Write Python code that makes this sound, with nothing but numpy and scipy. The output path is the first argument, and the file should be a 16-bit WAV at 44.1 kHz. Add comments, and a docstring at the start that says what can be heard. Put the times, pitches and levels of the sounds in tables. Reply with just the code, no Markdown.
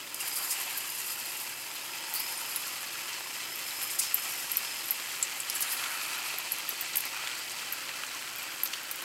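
"""Dense boiling and fizzing: battered pieces fry in a pot of hot oil, close up and nearly mono.
Steam bubbles burst and ring the pot. Wet batter going in swells the fizz and lets off spurts of
steam. Water drops burst with sharp pops that echo in the pot, blisters snap, cavities ping.
Steam whistles thinly through the first pieces' crust. A stove hums below."""
import sys
import numpy as np
from scipy import signal
from scipy.fft import rfft, irfft, next_fast_len
from scipy.io import wavfile
from scipy.ndimage import uniform_filter1d, map_coordinates

SR = 44100
rng = np.random.default_rng(int(sys.argv[2]) if len(sys.argv) > 2 else 0)


def generate_wav(sig):
    """Save sig (samples, or channels by samples) to the path in sys.argv[1] as 16-bit PCM at SR."""
    pcm = np.round(np.clip(np.atleast_2d(sig).T, -1, 1) * 32767).astype(np.int16)
    wavfile.write(sys.argv[1], SR, pcm)


N = 398663


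# boil envelope: t/s, relative level/dB
BOIL_ENVELOPE = [(0.0, -46), (0.17, -46), (0.22, -42.5), (0.4, -42), (0.7, -40.5), (0.95, -43.5),
                 (2.1, -43), (2.17, -42.5), (2.7, -41.5), (3.4, -41.5), (3.72, -42.5), (3.98, -41),
                 (5.5, -41), (5.85, -40.5), (6.87, -40.5), (7.17, -40.5), (8.01, -43), (9.04, -43)]
# spectra of boil, ticks and fizz: f/Hz, relative density/dB
BOIL_SPECTRUM = [(250, -31), (500, -16), (700, -13), (900, -4.5), (1150, -7), (1500, -8.5), (1850, -1),
                 (2080, -3), (2550, -0.5), (3050, -1.5), (3400, -9), (4400, -3.5), (5800, -7), (8000, -7),
                 (10000, -16), (15500, -39)]
TICK_SPECTRUM = [(300, -25.5), (1000, -0.5), (2500, -2.5), (5000, -6), (8000, -2), (10500, -12),
                 (15500, -28)]
FIZZ_SPECTRUM = [(2500, -20.5), (4500, 3), (7000, -2.5), (9000, 0.5), (10400, 5), (11800, 2), (13300, -10),
                 (15700, -16)]
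# resonances of pot and fine fizz: f/Hz, width/Hz, gain/dB
POT_MODES = [(810, 35, -6), (935, 60, -5), (1360, 100, -1.5), (1580, 100, -3.5), (1840, 80, -3),
             (1945, 60, -4), (2220, 60, -2), (2375, 50, 0.5), (2525, 75, 0.5), (2640, 85, 2.5),
             (2820, 55, -1.5), (3010, 65, -1), (3120, 65, -1.5), (7640, 90, -2)]
FIZZ_MODES = [(7170, 150, -1), (7650, 100, 3), (8860, 240, 1), (9780, 200, -1), (11400, 480, -2),
              (11750, 310, 2), (12800, 84, 1)]

def frying():
    """Large bubbles boil and ring the pot; the finest fizz where steam leaves the batter in puffs."""
    boil_db, = curves(BOIL_ENVELOPE)
    fizz_db, ring_db = steam_levels_db()
    boil = coloured(bursts(per_s=3500, spread_db=5, echo_db=-2), BOIL_SPECTRUM)
    boil += amp(-4.5) * resonate(bursts(per_s=2500, spread_db=7.5, echo_db=-2.5), POT_MODES)
    boil += amp(-8.5) * pips(count=1500, t60_s=0.04, spread_db=3.8)
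    ticks = coloured(bursts(per_s=70, spread_db=3.3, echo_db=-2), TICK_SPECTRUM)
    fizz = coloured(bursts(per_s=12000, spread_db=10, echo_db=0), FIZZ_SPECTRUM)
    ringing = resonate(bursts(per_s=9800, spread_db=14, echo_db=6), FIZZ_MODES)
    puffs = wobble(rate_hz=39)
    mix = (boil * amp(boil_db + 0.18 + 0.6 * wobble(rate_hz=14))
           + ticks * amp(boil_db - 9)
           + fizz * amp(fizz_db + 5.5 + 2.25 * puffs)
           + ringing * amp(ring_db + 0.5 + 1.7 * puffs))
    return pot_echoes(mix, wall_db=-23, wall_t60_s=0.03, room_db=-13, room_t60_s=0.22)


# wet pieces entering the oil: t/s, sink time/s, relative fizz level/dB, relative ring level/dB
PIECES = [(0.16, 0.21, -50.5, -39), (0.8, 0.14, -50, -43), (2.13, 0.026, -50, -41), (3.5, 0.28, -56, -41.5),
          (4.1, 0.27, -52, -43.5), (5.49, 0.12, -48, -43), (6.9, .06, -74, -53)]

def steam_levels_db():
    """Fizz and ring envelopes: a piece's wet skin flashes off and dries; inner moisture lingers."""
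    hold_s, fade_db_per_s = 0.034, 13.5
    linger_db, linger_fade_db_per_s = -8, 4
    t = np.arange(N) / SR
    fizz_power, ring_power = amp(-63.5) ** 2, amp(-55.5) ** 2  # crumbs already in the oil
    for start_s, sink_s, fizz_db, ring_db in PIECES:
        immersed = np.clip((t - start_s) / sink_s, 0, 1)
        drying_s = np.maximum(t - start_s - sink_s - hold_s, 0)
        skin = amp(-fade_db_per_s * drying_s) ** 2
        inside = amp(linger_db - linger_fade_db_per_s * drying_s) ** 2
        flow = immersed * (skin + inside)
        fizz_power += flow * amp(fizz_db) ** 2
        ring_power += flow * amp(ring_db) ** 2
    return 10 * np.log10(fizz_power), 10 * np.log10(ring_power)


def bursts(per_s, spread_db, echo_db):
    """Tiny bubbles burst at random, each elsewhere in the pot and so with its own echoes."""
    sizes = amp(spread_db * np.minimum(rng.standard_normal(N), 2.5))
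    direct = unit((rng.random(N) < per_s / SR) * sizes * rng.choice([-1, 1], N))
    t = np.arange(SR // 10) / SR
    echo_power = np.abs(signal.fftconvolve(direct ** 2, decay(t, t60_s=0.042) ** 2)[:N])
    echoes = unit(np.sqrt(echo_power) * rng.standard_normal(N))
    return unit(direct + amp(echo_db) * echoes)


# bubble strength by pitch: f/Hz, relative level/dB
PIP_LEVELS = [(700, -9), (1000, -4), (2500, -0.5), (3600, -3), (5000, 1), (6000, -36)]

def pips(count, t60_s, spread_db):
    """Single bubbles of all sizes ring long enough to have a pitch."""
    when, place = rng.random((2, count, 1))
    low_hz, high_hz = PIP_LEVELS[0][0], PIP_LEVELS[-1][0]
    hz = low_hz * (high_hz / low_hz) ** place
    t = np.arange(SR // 25) / SR
    size_db = along(PIP_LEVELS, hz) + spread_db * np.minimum(rng.standard_normal((count, 1)), 2)
    rings = amp(size_db) * decay(t, t60_s) * np.sin(2 * np.pi * hz * t)
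    index = (when * N).astype(int) + np.arange(len(t))
    return unit(np.bincount(index.ravel(), rings.ravel(), N)[:N])


# bursting water drops: t/s, relative peak/dB, f/Hz, relative crack level/dB
DROP_POPS = [(0.1445, -23.5, 8700, -6), (0.7746, -25, 11700, -28), (0.782, -25, 11800, -26),
             (2.139, -21, 11800, -8), (2.151, -27, 11800, -12), (2.561, -19, 10950, -16),
             (3.5575, -29, 11700, -20), (4.144, -10.5, 12200, -21), (4.517, -19.5, 11600, -20),
             (4.57, -13.5, 11800, -36), (4.8575, -29, 11900, -15), (4.8835, -28, 11900, -26),
             (4.908, -13, 12040, -25), (5.2273, -13.5, 7570, -20.5), (5.4025, -22.5, 7870, -9),
             (5.499, -20.5, 11600, -8), (5.553, -22, 10900, -14), (5.6075, -21, 11700, -26),
             (5.616, -21, 11400, -20), (5.623, -19, 12300, -6), (6.1805, -32, 11800, -24),
             (6.385, -22, 11800, -27), (6.5202, -16, 11650, -33), (6.5845, -31, 11800, -14),
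             (6.691, -19.5, 11700, -18), (6.81, -22, 13600, -16), (6.9578, -17.5, 11500, -5),
             (6.97, -14.5, 11800, -20), (7.006, -23, 12000, -19), (7.0535, -27, 11800, -26),
             (7.725, -20, 12500, -20), (8.3595, -32, 12300, -22), (8.384, -30, 12300, -24),
             (8.4285, -32, 12300, -22), (8.6348, -14, 12100, -29.5), (8.654, -24, 12800, -30),
             (8.8315, -35, 12200, -20), (8.913, -21.5, 12000, -7), (8.958, -28, 12600, -8)]

def pops():
    """A drop flashes to steam: a crack, and a tiny cavity that rings for a few milliseconds."""
    track, t = np.zeros(N), np.arange(SR // 6) / SR
    faint = strays(count=5, from_s=3.5, db=-33, spread_db=1, hz=11900, scatter=0.06)
    faint_crack_db = -15
    for start_s, db, hz, crack_db in DROP_POPS + [(*row, faint_crack_db) for row in faint]:
        ring = unit(np.sin(2 * np.pi * hz * t) * decay(t, t60_s=0.005))
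        flash = rng.standard_normal(len(t)) * decay(t, t60_s=0.00098)
        crack = bandpass(flash, hz, width_hz=6500)
        burst = bandpass(ring + amp(crack_db + 14) * crack, hz, width_hz=16000)
        pop = pot_echoes(burst, wall_db=0.5, wall_t60_s=0.014, room_db=-2, room_t60_s=0.088)
        add(track, start_s, at_peak(pop, db - 3))
    return track


# blisters breaking at the surface: t/s, relative peak/dB, f/Hz
BLISTER_SNAPS = [(2.5605, -22, 3900), (3.131, -24, 5400), (3.207, -25, 1306), (3.271, -28, 1900),
                 (3.708, -22, 4200), (3.816, -23.5, 2780), (3.897, -23, 2610), (4.557, -22, 2600),
                 (4.606, -25, 2760), (4.649, -23, 3580), (4.999, -22.5, 2500), (5.2275, -24, 4700),
                 (5.499, -19, 5000), (5.839, -18, 2610), (6.015, -22.5, 2590), (6.34, -22, 1410),
                 (6.7075, -24, 6000), (6.726, -28, 1250), (6.9345, -23, 4600), (6.955, -20, 2450),
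                 (7.039, -23, 2630), (7.238, -24, 1410), (7.274, -16.5, 2700), (7.4965, -25, 6500),
                 (7.5185, -24, 8200), (7.892, -20.5, 2400), (8.0355, -18, 2200), (8.0665, -26, 7700),
                 (8.1485, -27, 6500), (8.224, -22.5, 2400), (8.276, -24, 2990), (8.421, -27, 2410),
                 (8.601, -25, 2400), (8.6595, -21.5, 4600), (8.6745, -24, 6400), (8.733, -25, 5000),
                 (8.735, -17.5, 2900), (8.737, -19.5, 3800), (9.024, -25, 1400)]

def snaps():
    """A blister breaks with a click; the collapsing cavity rings briefly on an unsteady pitch."""
    track, t = np.zeros(N), np.arange(SR // 6) / SR
    faint = strays(count=7, from_s=3, db=-28, spread_db=1.5, hz=2700, scatter=0.18)
    for start_s, db, hz in BLISTER_SNAPS + faint:
        click = bandpass(t == 0, hz, width_hz=3600)
        click = bandpass(click, hz, width_hz=4000)
        waver_rad = 0.9 * unit(uniform_filter1d(rng.standard_normal(len(t)), size=SR // 1000))
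        cavity = np.sin(2 * np.pi * hz * t + waver_rad) * decay(t, t60_s=0.014)
        burst = click + amp(-5) * bandpass(cavity, hz, width_hz=2000)
        snap = pot_echoes(burst, wall_db=-1, wall_t60_s=0.0094, room_db=-3.5, room_t60_s=0.1)
        add(track, start_s, at_peak(snap, db - 9))
    return track


# steam jets from wet batter: t/s, level/dB, length/s, f/Hz
STEAM_SPURTS = [(0.15, -44, .03, 8000), (0.198, -35.5, 0.027, 9000), (0.273, -34.5, 0.015, 10500),
                (0.352, -31, 0.041, 10100), (0.501, -28.5, 0.035, 8900), (0.773, -35, .018, 11500),
                (2.146, -33, 0.028, 12000), (2.194, -31, .016, 12000), (3.824, -32.5, 0.021, 11400),
                (3.898, -36, .03, 9000), (3.984, -33, .015, 9000), (3.988, -24, 0.02, 8650),
                (4.011, -32.5, 0.059, 6100), (5.622, -28, 0.012, 7100), (5.717, -32, 0.037, 11800),
                (6.971, -31, 0.022, 14000)]

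def spurts():
    """A jet of steam swells and dies as a broad, grainy hiss, with bubbles ringing round it."""
    track, t = np.zeros(N), np.arange(SR // 4) / SR
    for start_s, db, length_s, hz in STEAM_SPURTS:
        grains = rng.standard_normal(len(t)) * amp(4 * rng.standard_normal(len(t)))
        hiss = bandpass(grains, hz, width_hz=7100)
        hiss = bandpass(hiss, hz, width_hz=7100)
        bubbles = bandpass(rng.standard_normal(len(t)), hz=5040, width_hz=250)
        rise_s = length_s / 3
        envelope = t / rise_s * np.exp(1 - t / rise_s)
        add(track, start_s, amp(db) * envelope * (hiss + amp(-11.5) * bubbles))
    return track


# clearly pitched cavities: t/s, level/dB, f/Hz, t60/s
CAVITY_PINGS = [(0.207, -25.5, 2800, 0.035), (2.373, -29, 9050, 0.057), (2.414, -38.5, 936, .12),
                (4.557, -30, 5970, .045), (5.403, -36, 7650, .04), (5.4985, -28, 5000, .035),
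                (5.558, -31, 7700, .07), (5.628, -29, 6340, .022)]

def pings():
    """A cavity opens and rings on one slightly wavering note."""
    attack_s = 0.0031
    track, t = np.zeros(N), np.arange(SR // 6) / SR
    for start_s, db, hz, t60_s in CAVITY_PINGS:
        waver_rad = 0.61 * wobble(rate_hz=250)[:len(t)]
        envelope = amp(db) * decay(t, t60_s) * (1 - np.exp(-t / attack_s))
        add(track, start_s, envelope * np.sqrt(2) * np.sin(2 * np.pi * hz * t + waver_rad))
    return track


# like-sized bubbles round a piece: t/s, length/s, level/dB, first f/Hz, last f/Hz, scatter of ln f
BUBBLE_SWARMS = [(0, 3.17, -55, 1007, 844, 0.053), (0.5, 1.4, -51.5, 2820, 2680, 0.022),
                 (0.36, .09, -44, 4700, 4750, .03), (2.143, .085, -40.5, 4550, 4850, 0.03),
                 (4.28, .22, -49, 5650, 5750, .025), (1.9, .6, -53, 930, 910, .03),
                 (2.2, 1.2, -51.5, 1550, 980, 0.08), (5.5, 3.6, -50, 4330, 4700, 0.048),
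                 (5.5, 1.0, -49.5, 1450, 860, 0.12), (0.36, .12, -46, 1700, 1500, .2),
                 (2.14, .2, -47, 2350, 2250, .07), (5.62, .16, -45, 1900, 1650, .12),
                 (5.78, .2, -42, 2200, 1900, 0.2), (5.76, .7, -46.5, 1420, 1320, .04),
                 (5.9, .7, -45, 2520, 2500, .03), (7.12, .3, -46, 2480, 2560, .035),
                 (7.12, .32, -47, 1480, 1450, .06), (7.5, 2.4, -49.5, 1480, 1490, 0.074)]

def swarms():
    """Each bubble rings near its swarm's pitch; the more alike the bubbles, the longer they ring."""
    track, count, t = np.zeros(N), 1800, np.arange(SR // 50) / SR
    for start_s, length_s, db, first_hz, last_hz, scatter in BUBBLE_SWARMS:
        age = rng.random((count, 1))
        detune, size = rng.standard_normal((2, count, 1))
        hz = first_hz * (last_hz / first_hz) ** age * np.exp(scatter * detune)
        strength = amp(4.3 * size) * rng.choice([-1, 1], (count, 1))
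        rings = strength * decay(t, t60_s=1.4 / (hz * scatter)) * np.sin(2 * np.pi * hz * t)
        index = (age * length_s * SR).astype(int) + np.arange(len(t))
        swarm = unit(np.bincount(index.ravel(), rings.ravel()))
        envelope = np.interp(np.linspace(0, 1, len(swarm)), [0, 0.1, 0.7, 1], [0, 1, 0.8, 0])
        add(track, start_s, amp(db) * envelope * swarm)
    return filtered(track, lambda hz: 1 - np.exp(-(hz / 600) ** 4))  # small bubbles radiate no bass


# steam through the first pieces' crust: t/s, f/Hz, level/dB
WHISTLE_PATH = [(0.1, 4980, -55), (0.3, 4970, -46), (0.52, 4960, -53), (0.62, 5020, -53), (1.0, 5000, -52),
                (1.55, 5000, -54), (2.12, 5050, -50), (2.2, 5090, -46), (2.6, 5090, -50.5),
                (3.1, 5110, -53), (3.8, 5160, -47), (4.35, 5200, -52), (4.8, 5090, -47.5), (5.2, 5000, -66)]

def whistle():
    """A crowd of nearly equal bubbles rings in one flickering band that drifts slowly in pitch."""
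    hz, db = curves(WHISTLE_PATH)
    core = wobble(rate_hz=170) + 1j * wobble(rate_hz=170)
    skirt = wobble(rate_hz=440) + 1j * wobble(rate_hz=440)
    band = (core + amp(-1.5) * skirt) * np.exp(2j * np.pi * np.cumsum(hz) / SR)
    flicker_db = 2.2 * wobble(rate_hz=30)
    return amp(db) * unit(band.real * amp(flicker_db))


# finest surface bubbles: f/Hz, relative density/dB
SIMMER_SPECTRUM = [(5000, -23), (10000, -1), (14000, 1), (15800, -6)]

def simmer():
    """The smallest bubbles sizzle faintly and steadily all over the surface."""
    return amp(-51) * coloured(bursts(per_s=11000, spread_db=5, echo_db=-4), SIMMER_SPECTRUM)


# stove rush: f/Hz, relative density/dB
STOVE_SPECTRUM = [(13, -51), (22, -32), (86, -10), (125, -8), (162, -4.5), (214, -5.5), (339, 3),
                  (474, -4.5), (524, 1.5), (700, -5), (910, -25), (1540, -120)]
# stove hum: f/Hz, level/dB
HUM_LINES = [(120, -74.5), (139, -74.5)]

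def stove():
    """A low rush with two wavering hum lines."""
    hum, t = np.zeros(N), np.arange(N) / SR
    for hz, db in HUM_LINES:
        waver_rad = 1.44 * wobble(rate_hz=6.1)
        hum += amp(db) * np.sqrt(2) * np.sin(2 * np.pi * hz * t + waver_rad)
    return hum + amp(-57.5) * coloured(rng.standard_normal(N), STOVE_SPECTRUM)


def pot_echoes(x, wall_db, wall_t60_s, room_db, room_t60_s):
    """Add quick echoes between the pot's walls and a longer kitchen tail."""
    t = np.arange(SR // 6) / SR
    response = np.zeros(len(t))
    for db, t60_s in (wall_db, wall_t60_s), (room_db, room_t60_s):
        tail = rng.standard_normal(len(t)) * decay(t, t60_s) * (t > 0.0005)
        response += amp(db) * unit(tail) / np.sqrt(len(t))
    response[0] = 1  # direct sound
    return signal.fftconvolve(x, response)[:len(x)]


def strays(count, from_s, db, spread_db, hz, scatter):
    """Loosely spaced bursts as rows of t/s, relative peak/dB, f/Hz."""
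    times_s = from_s + (N / SR - from_s) * (np.arange(count) + rng.random(count)) / count
    return [(start_s, db + spread_db * size, hz * np.exp(scatter * detune))
            for start_s, (size, detune) in zip(times_s, rng.standard_normal((count, 2)))]


def amp(db):
    """Decibels to gain."""
    return 10 ** (np.asarray(db) / 20)


def decay(t, t60_s):
    """Fall by 60 dB every t60_s."""
    return amp(-60 * t / t60_s)


def unit(x):
    """Scale to rms 1."""
    return x / np.sqrt(np.mean(x ** 2) + 1e-20)


def at_peak(x, db):
    """Scale the loudest 2 ms to the given level."""
    return amp(db) * x / np.sqrt(uniform_filter1d(x ** 2, size=SR // 500).max())


def along(points, hz):
    """Interpolate (f/Hz, value) points on a log axis."""
    f, values = np.transpose(points)
    return np.interp(np.log(hz + 1), np.log(f + 1), values)


def curves(rows):
    """One value per sample for each column after t/s."""
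    times_s, *columns = np.transpose(rows)
    return [np.interp(np.arange(N) / SR, times_s, column) for column in columns]


def wobble(rate_hz):
    """Smooth random curve, rate_hz knots a second."""
    knots = rng.standard_normal(int(N * rate_hz / SR) + 4)
    return map_coordinates(knots, [np.arange(N) * rate_hz / SR])


def filtered(x, response):
    """Apply a complex frequency response."""
    size = next_fast_len(len(x) + SR // 10)
    return irfft(rfft(x, size) * response(np.fft.rfftfreq(size, 1 / SR)), size)[:len(x)]


def coloured(x, spectrum):
    """Minimum-phase filter with the given spectrum; output rms 1."""
    size = 4096
    gain = amp(along(spectrum, np.fft.rfftfreq(size, 1 / SR)))
    cepstrum = irfft(np.log(gain + 1e-6))
    cepstrum[1:size // 2] *= 2
    cepstrum[size // 2 + 1:] = 0
    response = irfft(np.exp(rfft(cepstrum)))
    return unit(signal.fftconvolve(x, response)[:len(x)])


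def resonate(x, modes):
    """Parallel resonances (f/Hz, width/Hz, gain/dB); output rms 1."""
    def response(f):
        return sum(amp(db) * 1j * f * width_hz / (hz * hz - f * f + 1j * f * width_hz)
                   for hz, width_hz, db in modes)
    return unit(filtered(x, response))


def bandpass(x, hz, width_hz):
    """One resonance; output rms 1."""
    return resonate(x, [(hz, width_hz, 0)])


def add(track, start_s, sound):
    """Mix a sound into the track."""
    start = max(0, round(start_s * SR))
    track[start:start + len(sound)] += sound[:N - start]


# stereo width: f/Hz, side gain/dB
STEREO_WIDTH = [(60, -17), (110, -26), (200, -22.5), (380, -23), (700, -23.5), (1290, -45.5), (2380, -56),
                (4400, -48.5), (8120, -36.5), (15000, -27.5)]

def scene():
    """All sources centred, with a faint diffuse difference between the channels."""
    mid = frying() + simmer() + swarms() + whistle() + spurts() + pops() + snaps() + pings() + stove()
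    t = np.arange(SR // 10) / SR
    tail = rng.standard_normal(len(t)) * decay(t, t60_s=0.03)
    phase_rad = np.angle(rfft(np.pad(tail, (len(t), 0))))
    allpass = irfft(np.exp(1j * phase_rad))
    diffuse = signal.fftconvolve(mid, allpass, mode="same")
    side = filtered(diffuse, lambda hz: amp(along(STEREO_WIDTH, hz)))
    return np.array([mid + side, mid - side])


def record(dry):
    """Steep low-pass on each channel."""
    cutoff_hz = 15900
    return np.array([filtered(channel, lambda hz: 1 / (1 + (hz / cutoff_hz) ** 200)) for channel in dry])


dry = scene()
out = record(dry)
generate_wav(out)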